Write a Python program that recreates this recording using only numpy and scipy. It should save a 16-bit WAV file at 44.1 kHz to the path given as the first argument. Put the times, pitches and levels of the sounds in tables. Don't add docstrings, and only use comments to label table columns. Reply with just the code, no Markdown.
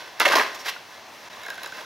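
import sys
import numpy as np
from scipy import signal
from scipy.fft import rfft, irfft, next_fast_len
from scipy.io import wavfile
from scipy.ndimage import uniform_filter1d

SR = 44100
rng = np.random.default_rng(int(sys.argv[2]) if len(sys.argv) > 2 else 0)


def file_out(sig):
    cols = np.atleast_2d(sig).T
    lim = np.clip(cols, -1, 1)
    pcm = np.round(lim * 32767).astype(np.int16)
    wavfile.write(sys.argv[1], SR, pcm)


def volts(x):
    e = np.asarray(x, float) / 20
    return 10 ** e


N = 81585


def unit(x):
    return x / np.sqrt(np.mean(x ** 2) + 1e-18)


def peak(x):
    return x / np.abs(x).max()


def add(out, start_s, x):
    i = int(start_s * SR)
    out[i:i + len(x)] += x[:len(out) - i]


def filtered(x, order, hz, kind="low"):
    return signal.sosfilt(signal.butter(order, hz, kind, fs=SR, output="sos"), x)


def colour(x, table):
    f = np.fft.rfftfreq(1024, 1 / SR)
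    hz, db = np.transpose(table)
    cepstrum = irfft(np.log(volts(np.interp(np.log(f + 1), np.log(hz), db))))
    cepstrum[1:512] *= 2
    cepstrum[513:] = 0
    response = irfft(np.exp(rfft(cepstrum)))
    return signal.fftconvolve(x, response)[:len(x)]


def ring(x, hz, t60):
    r = np.exp(-np.log(1000) / (max(t60, .002) * SR))
    angle = 2 * np.pi * hz / SR
    gain = np.sin(angle) * 2 * np.sqrt(1 - r)
    return signal.lfilter([gain], [1, -2 * r * np.cos(angle), r * r], x)


def shape(t, rise, hold, fall):
    return np.clip(t / rise, 0, 1) ** 2 * np.exp(-np.clip(t - rise - hold, 0, None) / fall)


def clicks(count, rate, spread_db):
    u = rng.random((count, 3))
    hit = u[:, 0] < rate / SR
    size = volts(-min(spread_db, 3) * np.log(u[:, 2] + .01))
    return unit(hit * np.sign(u[:, 1] - .5) * size)


def walk(rate):
    k = int(SR / rate)
    steps = np.repeat(rng.standard_normal(N // k + 1), k)
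    return 1.3 * uniform_filter1d(uniform_filter1d(steps, k), k)[:N]


# start in seconds, level in dB, chatter length in seconds,
# contact pitch (brightest deck mode) in Hz, grit level in dB.
STRIKES = [(0.1933, -51, 0.002, 3040, 7), (.202, -21, 0.011, 1850, -4.5), (0.214, -22, 0.0057, 1680, -8),
           (0.224, -29, 0.017, 1170, -2), (0.2496, -20, 0.0027, 1600, -9), (.254, -16, 0.0068, 2300, -20),
           (0.262, -21, 0.0077, 610, -6.5), (0.276, -29, 0.011, 1220, 4.5), (0.298, -23.5, 0.016, 840, -6),
           (0.3192, -23, 0.011, 1580, -2.5), (0.331, -19, 0.012, 1470, -13), (.353, -18, 0.0052, 790, -1.5),
           (.365, -19.5, 0.02, 1220, -6), (0.386, -24, 0.015, 600, -3.5), (0.393, -21, 0.0062, 1770, -24),
           (.404, -22.5, 0.0094, 1370, -10.5), (0.42, -36, 0.013, 1300, 3.5)]
# frequency in Hz, level in dB, t60 in seconds.
DECK_MODES = [(320, -7, .035), (436, -1, .04), (657, -2, .03), (780, -5, .025), (1050, 0, .03),
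              (1240, -3, .02), (1560, -3, .022), (1735, -3, .025), (1900, -2, .015), (2110, -3, .015),
              (2620, -3, .018), (3400, -7, .018), (3900, -9, .015), (5350, -12, .015)]
# frequency in Hz, level in dB per Hz.
GRIT_SPECTRUM = [(150, -39.5), (450, -13.5), (1900, -4), (5650, -12.5), (8000, -29.5), (12000, -24),
                 (15600, -26.5), (16500, -49)]


def blows():
    out, t = np.zeros(N), np.arange(SR // 8) / SR
    for start_s, db, hold, pitch_hz, grit_db in STRIKES:
        first_slap = volts(3.5 * np.exp(-t / .005))
        push = clicks(len(t), 3200., 3.0) * shape(t, 0.0011, hold, 0.0048) * first_slap
        deck = 0
        for (hz, mode_db, t60), (a, b) in zip(DECK_MODES, rng.standard_normal((len(DECK_MODES), 2))):
            steepness = 1.5 if hz < pitch_hz else 1
            distance = np.log2(hz / pitch_hz) / .85 * steepness
            level_db = mode_db + 2.5 * a - 9.3 * distance ** 2
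            deck = deck + volts(level_db) * ring(push, hz * (1 + 0.042 * b), t60)
        snap = .5 * rng.standard_normal(len(t)) * shape(t, 0.00031, 0.00063, 0.00067)
        grit = colour(push + snap, GRIT_SPECTRUM)
        span = SR * (hold + 0.013)
        deck = deck / np.sqrt(np.sum(deck ** 2) / span)
        grit = grit / np.sqrt(np.sum(grit ** 2) / span)
        add(out, start_s, volts(db) * (deck + volts(grit_db) * grit))
    return out


# start in seconds, knock level in dB, metal tick level in dB, knock pitch in Hz.
AXLE_HITS = [(0.1993, -22.5, -17.5, 1690), (.760, -34, -56, 1425), (1.329, -47, -54, 3850),
             (1.437, -44, -47, 3840), (1.367, -43, -60, 1110), (1.414, -38, -52, 1720),
             (1.4339, -35.5, -40.5, 1610), (1.449, -37.5, -44, 2180), (1.463, -32, -41, 1640),
             (1.483, -28, -39, 1600), (1.502, -27.5, -32, 1640), (1.511, -47, -44, 712),
             (1.519, -37, -46, 1600), (1.5322, -36, -56, 1520), (1.543, -63, -39, 1575),
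             (1.555, -45, -43, 1540), (1.5777, -34, -46, 1550), (1.633, -33.5, -31.5, 1674),
             (1.642, -33, -42, 1116), (1.660, -30, -36, 1535), (1.675, -41, -41.5, 1100),
             (1.721, -30, -43, 1548), (1.77, -38, -44, 1670), (1.782, -34.5, -54, 1590),
             (1.811, -42.5, -46, 890), (1.829, -40.5, -54, 1050)]
# frequency in Hz, level in dB, t60 in seconds.
AXLE_MODES = [(3880, 0, .02), (5400, -1, .008), (6600, 0, .006), (10900, -2, .005), (12500, -8, .003),
              (15000, -8, .003)]
# frequency in Hz, level in dB, t60 in seconds.
HANGER_MODES = [(712, -12, .035), (1070, -12, .03), (2150, -16, .02), (2800, -18, .015)]


def metal(push, modes, scatter_db, detune):
    out = 0
    for (hz, db, t60), (a, b) in zip(modes, rng.standard_normal((len(modes), 2))):
        out = out + volts(db + scatter_db * a) * peak(ring(push, hz * (1 + detune * b), t60))
    return out


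def ticks():
    out, t = np.zeros(N), np.arange(SR // 10) / SR
    for start_s, knock_db, tick_db, knock_hz in AXLE_HITS:
        push = rng.standard_normal(len(t))
        tick = metal(push * shape(t, 0.0001, 0.00033, 0.00074), AXLE_MODES, 1.3, 0.016)
        blow = push * shape(t - .001, .001, .002, .001)
        knock = peak(ring(blow, knock_hz, .038)) + metal(blow, HANGER_MODES, 1.6, 0.021)
        add(out, start_s, volts(knock_db + 6) * peak(knock) + volts(tick_db + 8) * peak(tick))
    return filtered(out, 2, 600, "high")


# start, rise, hold and fall in seconds, level in dB.
SCUFF_STROKES = [
    (0.545, 0.0015, 0.0056, .010, -33.5),
    (0.585, 0.0074, 0.024, 0.011, -39),
    (0.638, 0.024, 0.0062, 0.0122, -28),
    (.660, .027, 0.0082, 0.0098, -24.5),
]
# first frequency in Hz, last frequency in Hz, bass share in dB.
SOLE_GLIDES = [
    (6500, 5500, -10),
    (5600, 5600, -8),
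    (1300, 1900, -1),
    (1900, 3200, -1),
]


def scuffs():
    out, t = np.zeros(N), np.arange(SR // 8) / SR
    for (start_s, rise, hold, fall, db), (from_hz, to_hz, bass_db) in zip(SCUFF_STROKES, SOLE_GLIDES):
        drag = unit(colour(clicks(len(t), 9000., 1.4), GRIT_SPECTRUM))
        high = filtered(drag, 2, 4200, "high")
        grit = volts(bass_db) * (drag - high) + high
        hz = np.interp(t, [0, rise + hold + fall], [from_hz, to_hz])
        slow_noise = signal.lfilter([.04], [1, -.96], rng.standard_normal(len(t)))
        sole = slow_noise * np.sin(2 * np.pi * np.cumsum(hz) / SR)
        add(out, start_s, volts(db) * shape(t, rise, hold, fall) * (grit + volts(-7) * unit(sole)))
    return out


# time in seconds, level in dB.
ROLL_LEVEL = [(0, -41), (.12, -50), (.45, -38.5), (.62, -44.5), (.85, -53.5), (.96, -49.5), (1.1, -58.5),
              (1.25, -48.5), (1.33, -47), (1.5, -45), (1.58, -49.5), (1.65, -41), (1.72, -49), (1.79, -40),
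              (1.85, -50)]


def rolling():
    road = clicks(N, 4000., 1.34)
    body = sum(volts(db) * ring(road, hz, 1.18 * t60) for hz, db, t60 in DECK_MODES[2:])
    time_s, db = np.transpose(ROLL_LEVEL)
    level_db = np.interp(np.arange(N) / SR, time_s, db) + 1.7 * walk(44.23)
    return volts(level_db) * (unit(body) + volts(-3) * unit(colour(road, GRIT_SPECTRUM)))


# start in seconds, level in dB.
GROUND_JOLTS = [
    (.255, -71),
    (0.324, -50),
    (0.353, -60),
]


def thuds():
    out, t = np.zeros(N), np.arange(SR // 10) / SR
    jolt = np.sin(2 * np.pi * 50.3 * t) * np.exp(-t / 0.0047)
    for start_s, db in GROUND_JOLTS:
        add(out, start_s, volts(db + 12) * jolt)
    return out


def echoes(board):
    t60_s, build_up_s = 0.46, 0.019
    t = np.arange(SR // 2) / SR
    tail = signal.lfilter(*signal.butter(1, 7560, fs=SR), rng.standard_normal((2, len(t))))
    tail = tail * volts(-60 * t / t60_s) * np.clip(t / build_up_s, 0, 1)
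    tail = tail / np.sqrt(np.sum(tail[0] ** 2))
    return signal.fftconvolve(board[None], tail, axes=1)[:, :N] * volts(-12.5)


# frequency in Hz, level in dB per Hz.
STREET_SPECTRUM = [(22, -56), (85, -11.5), (480, -6), (850, 1), (1400, -6), (6000, -12), (7900, -23.5),
                   (15500, -25.5)]


def street():
    f, out = np.fft.rfftfreq(N, 1 / SR) + 1, 0
    hz, db = np.transpose(STREET_SPECTRUM)
    spectrum = rfft(rng.standard_normal((2, N))) * volts(np.interp(np.log(f), np.log(hz), db))
    swell = walk(4.95)
    for centre_hz in 25 * 2 ** np.arange(0, 9.6, .5):
        band = np.clip(1 - np.abs(2 * np.log2(f / centre_hz)), 0, 1)
        flicker_db = .7 * swell + 1.1 * walk(12)
        out = out + irfft(spectrum * band, N) * volts(flicker_db)
    return volts(-45.5) * unit(out)


def scene():
    board = filtered(blows() + ticks() + scuffs() + rolling(), 4, 295, "high")
    board = board + thuds()
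    echo = echoes(board)
    air = street()
    mid = board + echo[0] + air[0]
    quadrature = signal.hilbert(board, next_fast_len(N)).imag[:N]
    side = volts(-13) * air[1] + volts(-10.5) * echo[1] + volts(-10) * quadrature
    side = filtered(side, 5, 10800)
    pan_db = 1
    return np.array([volts(pan_db / 2) * mid + side, volts(-pan_db / 2) * mid - side])


def top_cut(x):
    return signal.sosfilt(signal.butter(12, 16990, fs=SR, output="sos"), x)


def record(dry):
    dip_s, half_width_s, dip_db, ceiling = 1.2928, .008, -15, .9
    dip = np.clip(1 - np.abs(np.arange(N) / SR - dip_s) / half_width_s, 0, 1)
    soft = ceiling * np.tanh(dry * volts(dip_db * dip) / ceiling)
    mix = filtered(soft, 10, 15700)
    return top_cut(mix)


dry = scene()
out = record(dry)
file_out(out)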